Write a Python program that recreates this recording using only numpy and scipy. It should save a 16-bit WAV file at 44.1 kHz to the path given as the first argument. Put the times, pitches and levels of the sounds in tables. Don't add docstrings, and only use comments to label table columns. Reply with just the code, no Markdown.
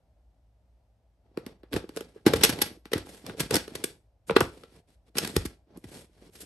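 import sys
import numpy as np
from scipy import signal
from scipy.fft import rfft, irfft
from scipy.io import wavfile
from scipy.ndimage import uniform_filter1d

SR = 44100
rng = np.random.default_rng(int(sys.argv[2]) if len(sys.argv) > 2 else 0)


def unload_wav(signal):
    wavfile.write(
        sys.argv[1],
        SR,
        np.round(np.clip(np.atleast_2d(signal).T, -1, 1) * 32767).astype(np.int16),
    )


N = 284445
T = np.arange(N) / SR
HIT_T = T[:SR // 4]

# (time [s], contact time [s], wall pitch [Hz], knock [dB], snap [dB],
# treble re snap [dB])
CONTACTS = [(1.373, 0.0018, 376, -31.5, -53.5, -3.5), (1.463, 0.0028, 410, -40.5, -54, -0.5),
            (1.633, 0.0012, 379, -51, -70.5, -7.5), (1.724, 0.0038, 344, -44, -55, 0),
            (1.731, .0015, 333, -37, -43, -7), (1.738, 0.0021, 307, -33.5, -47, 2),
            (1.762, 0.0056, 370, -27.5, -42, -3.5), (1.839, 0.0046, 358, -41, -74, -6),
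            (1.891, 0.0022, 370, -44, -58.5, -2), (1.963, 0.00087, 410, -39.5, -52.5, 7),
            (1.970, 0.004, 423, -35.5, -45, -1.5), (2.007, 0.0022, 385, -39.5, -51.5, 0),
            (2.158, 0.029, 380, -48, -76.5, -5), (2.263, 0.0063, 300, -14, -31, -2),
            (2.272, 0.013, 250, -23.5, -35, -2.5), (2.334, 0.0057, 390, -21.5, -32.5, -2.5),
            (2.356, 0.013, 288, -32, -39.5, -1), (2.409, 0.0093, 296, -37, -40, -5),
            (2.434, .0055, 433, -27, -19, 0), (2.439, .0081, 420, -27, -23.5, 0),
            (2.448, 0.0023, 431, -34.5, -25.5, 0.5), (2.491, 0.01, 338, -29.5, -33.5, 0),
            (2.524, 0.0038, 344, -50, -47, -3), (2.587, 0.0042, 424, -44, -46.5, -8),
            (2.616, .0067, 470, -32.5, -26, -0.5), (2.855, 0.0015, 297, -49.5, -55.5, -6),
            (2.916, .006, 453, -40.5, -52.5, -1.5), (2.932, 0.0039, 371, -27, -32, -4.5),
            (2.955, 0.021, 334, -29.5, -51, -4), (2.978, 0.0044, 394, -39.5, -49.5, 3.5),
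            (3.069, 0.0023, 340, -55.5, -72, -24), (3.264, 0.0025, 372, -48.5, -47.5, -1),
            (3.296, .002, 435, -45, -51, -12), (3.395, 0.014, 280, -39.5, -33, -0.5),
            (3.402, .0044, 243, -34, -35, 2.5), (3.507, 0.0046, 344, -29, -37, 0),
            (3.541, 0.0047, 463, -43.5, -33.5, 3.5), (3.554, 0.0048, 350, -28, -30.5, 2.5),
            (3.564, 0.0048, 307, -27.5, -31.5, -0.5), (3.677, 0.0036, 400, -43, -54.5, -2.5),
            (3.751, .007, 374, -39, -42, 0.5), (3.839, 0.0048, 385, -33, -35.5, 5.5),
            (4.296, 0.0023, 399.7, -27, -41, -14.5), (4.307, 0.0034, 418, -28.5, -44, -8.5),
            (4.362, 0.0066, 387, -15, -26, -9.5), (4.405, .002, 373, -29, -35.5, 4),
            (4.407, .006, 352, -25, -37.5, -20.5), (4.635, 0.0025, 390, -52.5, -58.5, -8.5),
            (5.153, 0.0038, 298.7, -42.5, -54.5, -7), (5.168, 0.0092, 300, -40.5, -38.5, -2),
            (5.182, 0.0051, 356, -36.5, -28, 0.5), (5.246, .006, 284, -38, -38, -3.5),
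            (5.273, 0.0039, 380, -45, -44, 2), (5.363, 0.0045, 345, -24, -32, 1.5),
            (5.451, 0.0095, 295, -35, -44, 2.5), (5.773, .0011, 319, -64, -69, 10.5),
            (5.839, 0.0083, 228, -45.5, -59.5, -1), (6.35, 0.011, 409, -57.5, -58, 0.5),
            (6.403, 0.017, 419, -56, -52.5, 8)]
# (start [s], fastest [s], end [s], wall rumble [dB], hiss [dB])
STROKES = [(1.16, 1.466, 1.69, -62, -89), (1.702, 1.771, 1.823, -35.5, -50.5),
           (1.837, 1.91, 2.45, -62, -72.5), (2.242, 2.42, 2.82, -37, -51), (3.0, 3.13, 3.284, -52, -54.5),
           (3.217, 3.288, 3.39, -43.5, -61), (3.357, 3.404, 3.49, -40.5, -48),
           (3.485, 3.544, 3.57, -29.5, -41.5), (3.62, 3.725, 4.016, -47.5, -59.5),
           (4.263, 4.286, 4.33, -66.5, -57), (4.413, 4.54, 4.78, -58.5, -66.5),
           (4.666, 4.755, 4.83, -57.5, -66), (4.863, 4.891, 5.0, -66, -70.5),
           (5.04, 5.092, 5.1, -68, -77.5), (5.143, 5.182, 5.53, -42, -46), (5.642, 5.772, 5.8, -54.5, -82),
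           (5.787, 5.97, 6.1, -52.5, -54.5), (6.005, 6.324, 6.3, -60, -69), (6.29, 6.408, 6.82, -58.5, -54)]


def undb(db):
    return 10 ** (np.asarray(db) / 20)


def level(x, db):
    return x * undb(db) / np.sqrt(np.mean(x ** 2))


def blow(x, db, window_s=.02):
    return x * undb(db) / np.sqrt(np.sum(x ** 2, axis=-1, keepdims=True) / (window_s * SR))


def add(track, time_s, x):
    i = int(time_s * SR)
    track[..., i:i + x.shape[-1]] += x[..., :N - i]


def ring(x, response):
    return signal.fftconvolve(np.atleast_2d(x), np.atleast_2d(response), axes=-1)[:, :x.shape[-1]]


def band(x, lo_hz, hi_hz, order=3):
    return signal.sosfilt(signal.butter(order, [lo_hz, hi_hz], "band", fs=SR, output="sos"), x)


def colour(x, points, size=4096):
    hz, db = np.transpose(points)
    grid_hz = np.maximum(np.arange(size // 2 + 1) * SR / size, 1)
    gain = undb(np.interp(np.log(grid_hz), np.log(hz), db))
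    cepstrum = irfft(np.log(gain))
    cepstrum[1:size // 2] *= 2
    cepstrum[size // 2 + 1:] = 0
    return ring(x, irfft(np.exp(rfft(cepstrum))))


def fade(t, t60_s):
    return np.exp(-np.log(1000) * t / t60_s)


def walk(rate_hz, size):
    step = max(int(SR / rate_hz), 1)
    return uniform_filter1d(np.repeat(rng.standard_normal(size // step + 1), step), step)[:size]


def resonance(t, hz, t60_s):
    decay = fade(t, t60_s)
    return 2 * decay / decay.sum() * np.cos(2 * np.pi * hz * t)


def house_hum(hum_db=-64, waver_db=1, flutter_db=2.0, flutter_band_hz=(480, 950)):
    # (frequency [Hz], relative density [dB])
    spectrum = [(20, -25), (38, -6), (57, 3.5), (81, -12.5), (107, -8), (138, -22.5), (180, -21),
                (410, -30.5), (620, -22), (820, -28), (1100, -38.5), (2020, -42.5), (16000, -52)]
    hum = level(colour(rng.standard_normal((2, N)), spectrum), hum_db)
    middle = signal.sosfiltfilt(signal.butter(2, flutter_band_hz, "band", fs=SR, output="sos"), hum)
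    return (hum - middle) * undb(waver_db * walk(6.6, N)) + middle * undb(flutter_db * walk(24, N))


def room(x, low_db=-16, high_db=-13.5, low_t60_s=0.34, high_t60_s=0.25, build_s=0.0075):
    # (frequency [Hz], gain [dB], t60 [s])
    modes = [(171, -7, 0.09), (453, -2.5, 0.12), (500, -7, 0.18)]
    t = T[:SR // 2]
    echoes = rng.standard_normal((2, len(t))) * (1 - np.exp(-(t / build_s) ** 2))
    low, high = (echoes * fade(t, t60_s) for t60_s in (low_t60_s, high_t60_s))
    low, high = (tail / np.sqrt(np.sum(tail[0] ** 2)) for tail in (low, high))
    linger = sum(undb(db) * resonance(t, hz, t60_s) for hz, db, t60_s in modes)
    return ring(x, undb(low_db) * band(low, 70, 840) + undb(high_db) * band(high, 750, 11000) + linger)


def mic_ports(x):
    # (frequency [Hz], correlation [-1..1])
    likeness = [(150, 0.98), (400, 0.95), (900, 0.65), (3600, .15), (5300, 0.4), (7000, 0.61), (8700, .7),
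                (9500, 0.2), (10200, -.95), (11400, 0.66), (12200, .8)]
    # (frequency [Hz], left minus right [dB])
    imbalance = [(100, 0.35), (380, -2.5), (700, 1.55), (1300, 0.3), (2400, 1), (4400, 0)]
    hz, correlation = np.transpose(likeness)
    mid = colour(x[0], np.c_[hz, 10 * np.log10((1 + correlation) / 2)])
    side = colour(x[1], np.c_[hz, 10 * np.log10((1 - correlation) / 2)])
    hz, lean_db = np.transpose(imbalance)
    return np.vstack([colour(mid + sign * side, np.c_[hz, sign * lean_db / 2]) for sign in (1, -1)])


def shell(force, scatter_db=1.5):
    # (frequency [Hz], gain re direct sound [dB], t60 [s])
    modes = [(835, 0, 0.069), (1114, -1, 0.3), (1345, 1.5, .25), (1472, 2, 0.1), (1635, 3.5, .1),
             (1970, 1, 0.11), (2348, 1.5, 0.33), (3430, -4, 0.087), (4480, 0, 0.046), (5473, -9, 0.06),
             (5330, 2.5, .04), (5900, -1.5, 0.04), (8430, -2, 0.04), (10860, -1, 0.0049)]
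    gains = undb(np.array(modes)[:, 1] + scatter_db * rng.standard_normal(len(modes)))
    ringing = sum(gain * resonance(HIT_T, hz, t60_s) for gain, (hz, _, t60_s) in zip(gains, modes))
    return ring(force, signal.unit_impulse(len(HIT_T)) + ringing)


def wall_knock(pitch_hz, contact_s, flex_s=.0034, lag=0.028, detune=0.14):
    # (frequency [x wall pitch], level [dB], t60 [s])
    modes = [(.66, -9, 0.022), (0.998, 3, 0.022), (1.25, -13.5, .032)]
    swing = 0
    for ratio, db, t60_s in modes:
        hz = pitch_hz * ratio * (1 + detune * rng.standard_normal())
        swing += undb(db) * fade(HIT_T, t60_s) * np.sin(2 * np.pi * hz * (HIT_T - flex_s))
    give = 1 - np.exp(-(HIT_T / (flex_s + lag * contact_s)) ** 4)
    return band(swing * give, 140, 1500, order=2)


def fingertips(median_gap_s=1 / 16, pitch_hz=306, contact_s=.011, over_db=0.5, scatter_db=3, max_db=-46):
    out = np.zeros((2, N))
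    gaps, sizes = rng.standard_normal((128, 2)).T
    for time_s, size in zip(np.cumsum(np.exp(gaps / 2)) * median_gap_s, sizes):
        rumble = sum(undb(db) * np.interp(time_s, times_s, [0, 1, 0]) for *times_s, db, _ in STROKES)
        if rumble > 0 and time_s < T[-1]:
            db = min(20 * np.log10(rumble) + over_db + scatter_db * size, max_db)
            add(out[0], time_s, blow(wall_knock(pitch_hz, contact_s), db))
    return out


def slides(lead_s=.014, tail_s=.13):
    strokes = [(*times_s, rumble_db, (rumble_db + hiss_db) / 2 - 2, hiss_db)
               for *times_s, rumble_db, hiss_db in STROKES]
    drags = [(time_s - lead_s, time_s, time_s + tail_s,
              knock_db - 20.5, snap_db - 14.5, snap_db + treble_db - 24.5)
             for time_s, _, _, knock_db, snap_db, treble_db in CONTACTS]
    return strokes + drags


def rubbing(grain_db=3.5, grip_db=3.0, swell_power=1.96):
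    friction = undb(grain_db * walk(2500, N) + grip_db * walk(70, N))
    rumble = band(friction * rng.standard_normal((2, N)), 57, 520, order=2)
    scrape = band(shell(friction * rng.standard_normal((2, N))), 1500, 4800, order=2)
    hiss = band(shell(friction * rng.standard_normal((2, N))), 6500, 11000, order=2)
    power = np.zeros((3, N))
    for start_s, fastest_s, end_s, *levels_db in slides():
        span = slice(int(start_s * SR), int(end_s * SR))
        ramp = np.interp(T[span], [start_s, fastest_s, end_s], [0, 1, 0])
        speed = np.sin(np.pi / 2 * ramp) ** swell_power
        power[:, span] += np.outer(undb(levels_db), speed) ** 2
    return sum(np.sqrt(p) * level(part, 0) for p, part in zip(power, (rumble, scrape, hiss)))


def cushion(give_s=0.0021, sink_s=.016, pad_t60_s=0.083, boom_t60_s=0.21, pad_db=-1, boom_db=-7):
    # (time [s], nominal pitch [Hz], level [dB])
    thuds = [(1.736, 128, -35.5), (2.266, 149, -39.5), (2.338, 96, -32.5), (2.375, 106, -35.5),
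             (2.439, 143, -35), (2.5, 130, -38.5), (2.954, 112.4, -35), (3.405, 142, -33.5),
             (3.563, 131, -38), (4.308, 170, -34.5), (4.412, 156, -29.5), (5.365, 105, -26),
             (5.376, 65, -24), (5.456, 94, -40), (5.85, 115.8, -47)]
    out = np.zeros((2, N))
    glide = 0.34 + 1.16 * np.exp(-HIT_T / sink_s)
    give = 1 - np.exp(-HIT_T / give_s)
    for time_s, hz, db in thuds:
        pad = give * np.sin(2 * np.pi * np.cumsum(hz * glide) / SR) * fade(HIT_T, pad_t60_s)
        boom = band(give * rng.standard_normal(len(HIT_T)) * fade(HIT_T, boom_t60_s), 36, 82, order=2)
        add(out[0], time_s, blow(pad, db + pad_db) + blow(boom, db + boom_db))
    return out


def squeaks(waver=0.016):
    # (time [s], length [s], pitch [Hz], level [dB])
    squeezes = [(2.424, 0.0061, 5700, -38), (2.614, 0.0084, 11270, -28.5), (3.5397, 0.0037, 5320, -30),
                (3.565, 0.0025, 5230, -37)]
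    out = np.zeros((2, N))
    for time_s, length_s, hz, db in squeezes:
        swell = HIT_T * np.exp(-(HIT_T / length_s) ** 2)
        for view in out:
            pitch_hz = hz * (1 + waver * walk(1500, len(HIT_T)))
            add(view, time_s, blow(swell * np.sin(2 * np.pi * np.cumsum(pitch_hz) / SR), db))
    return out


def crackle(contact_s, rise=0.93, grain_db=3.0, chatter_db=-23, chatter_t60_s=0.12):
    press = (1 - np.exp(-HIT_T / (rise * contact_s))) * np.exp(-(HIT_T / contact_s) ** 2)
    chatter = undb(chatter_db) * fade(HIT_T, chatter_t60_s)
    force = (press + chatter) * undb(grain_db * walk(3000, len(HIT_T)))
    return shell(force * rng.standard_normal((2, len(HIT_T))))


def case_contacts(hardness_per_db=0.029, knock_share=0.49):
    out = np.zeros((2, N))
    for time_s, contact_s, pitch_hz, knock_db, snap_db, treble_db in CONTACTS:
        crack = crackle(contact_s)
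        hardness = np.clip(1 + hardness_per_db * treble_db, .55, 1)
        clack_db = snap_db + knock_share * (knock_db - snap_db) - 0.63 * treble_db - 6
        clack = band(crack, 720 * np.sqrt(hardness), 2050 * np.sqrt(hardness), order=2)
        snap = -band(crack, 2300, 6100 * hardness, order=2)
        sizzle = band(crack, 6800, 14200)
        knock = np.array([wall_knock(pitch_hz, contact_s) for _ in range(2)])
        add(out, time_s, blow(clack, clack_db) + blow(snap, snap_db) + blow(sizzle, snap_db + treble_db))
        add(out, time_s, blow(knock, knock_db - 0.5))
    return out


def scene():
    near = case_contacts() + cushion() + squeaks() + rubbing() + fingertips()
    return mic_ports(near + room(near) + house_hum())


def record(dry):
    # (frequency [Hz], gain [dB])
    response = [(20, -19), (60, 1.5), (5600, 0), (6900, -3.5), (9000, -1), (11500, 3.5), (12500, -7),
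                (13400, -28), (16000, -32)]
    ceiling, top_hz = .95, 16300
    x = colour(dry, response)
    x = x / (1 + (x / ceiling) ** 6) ** (1 / 6)
    return signal.sosfilt(signal.ellip(8, .2, 70, top_hz, fs=SR, output="sos"), x)


dry = scene()
out = record(dry)
unload_wav(out)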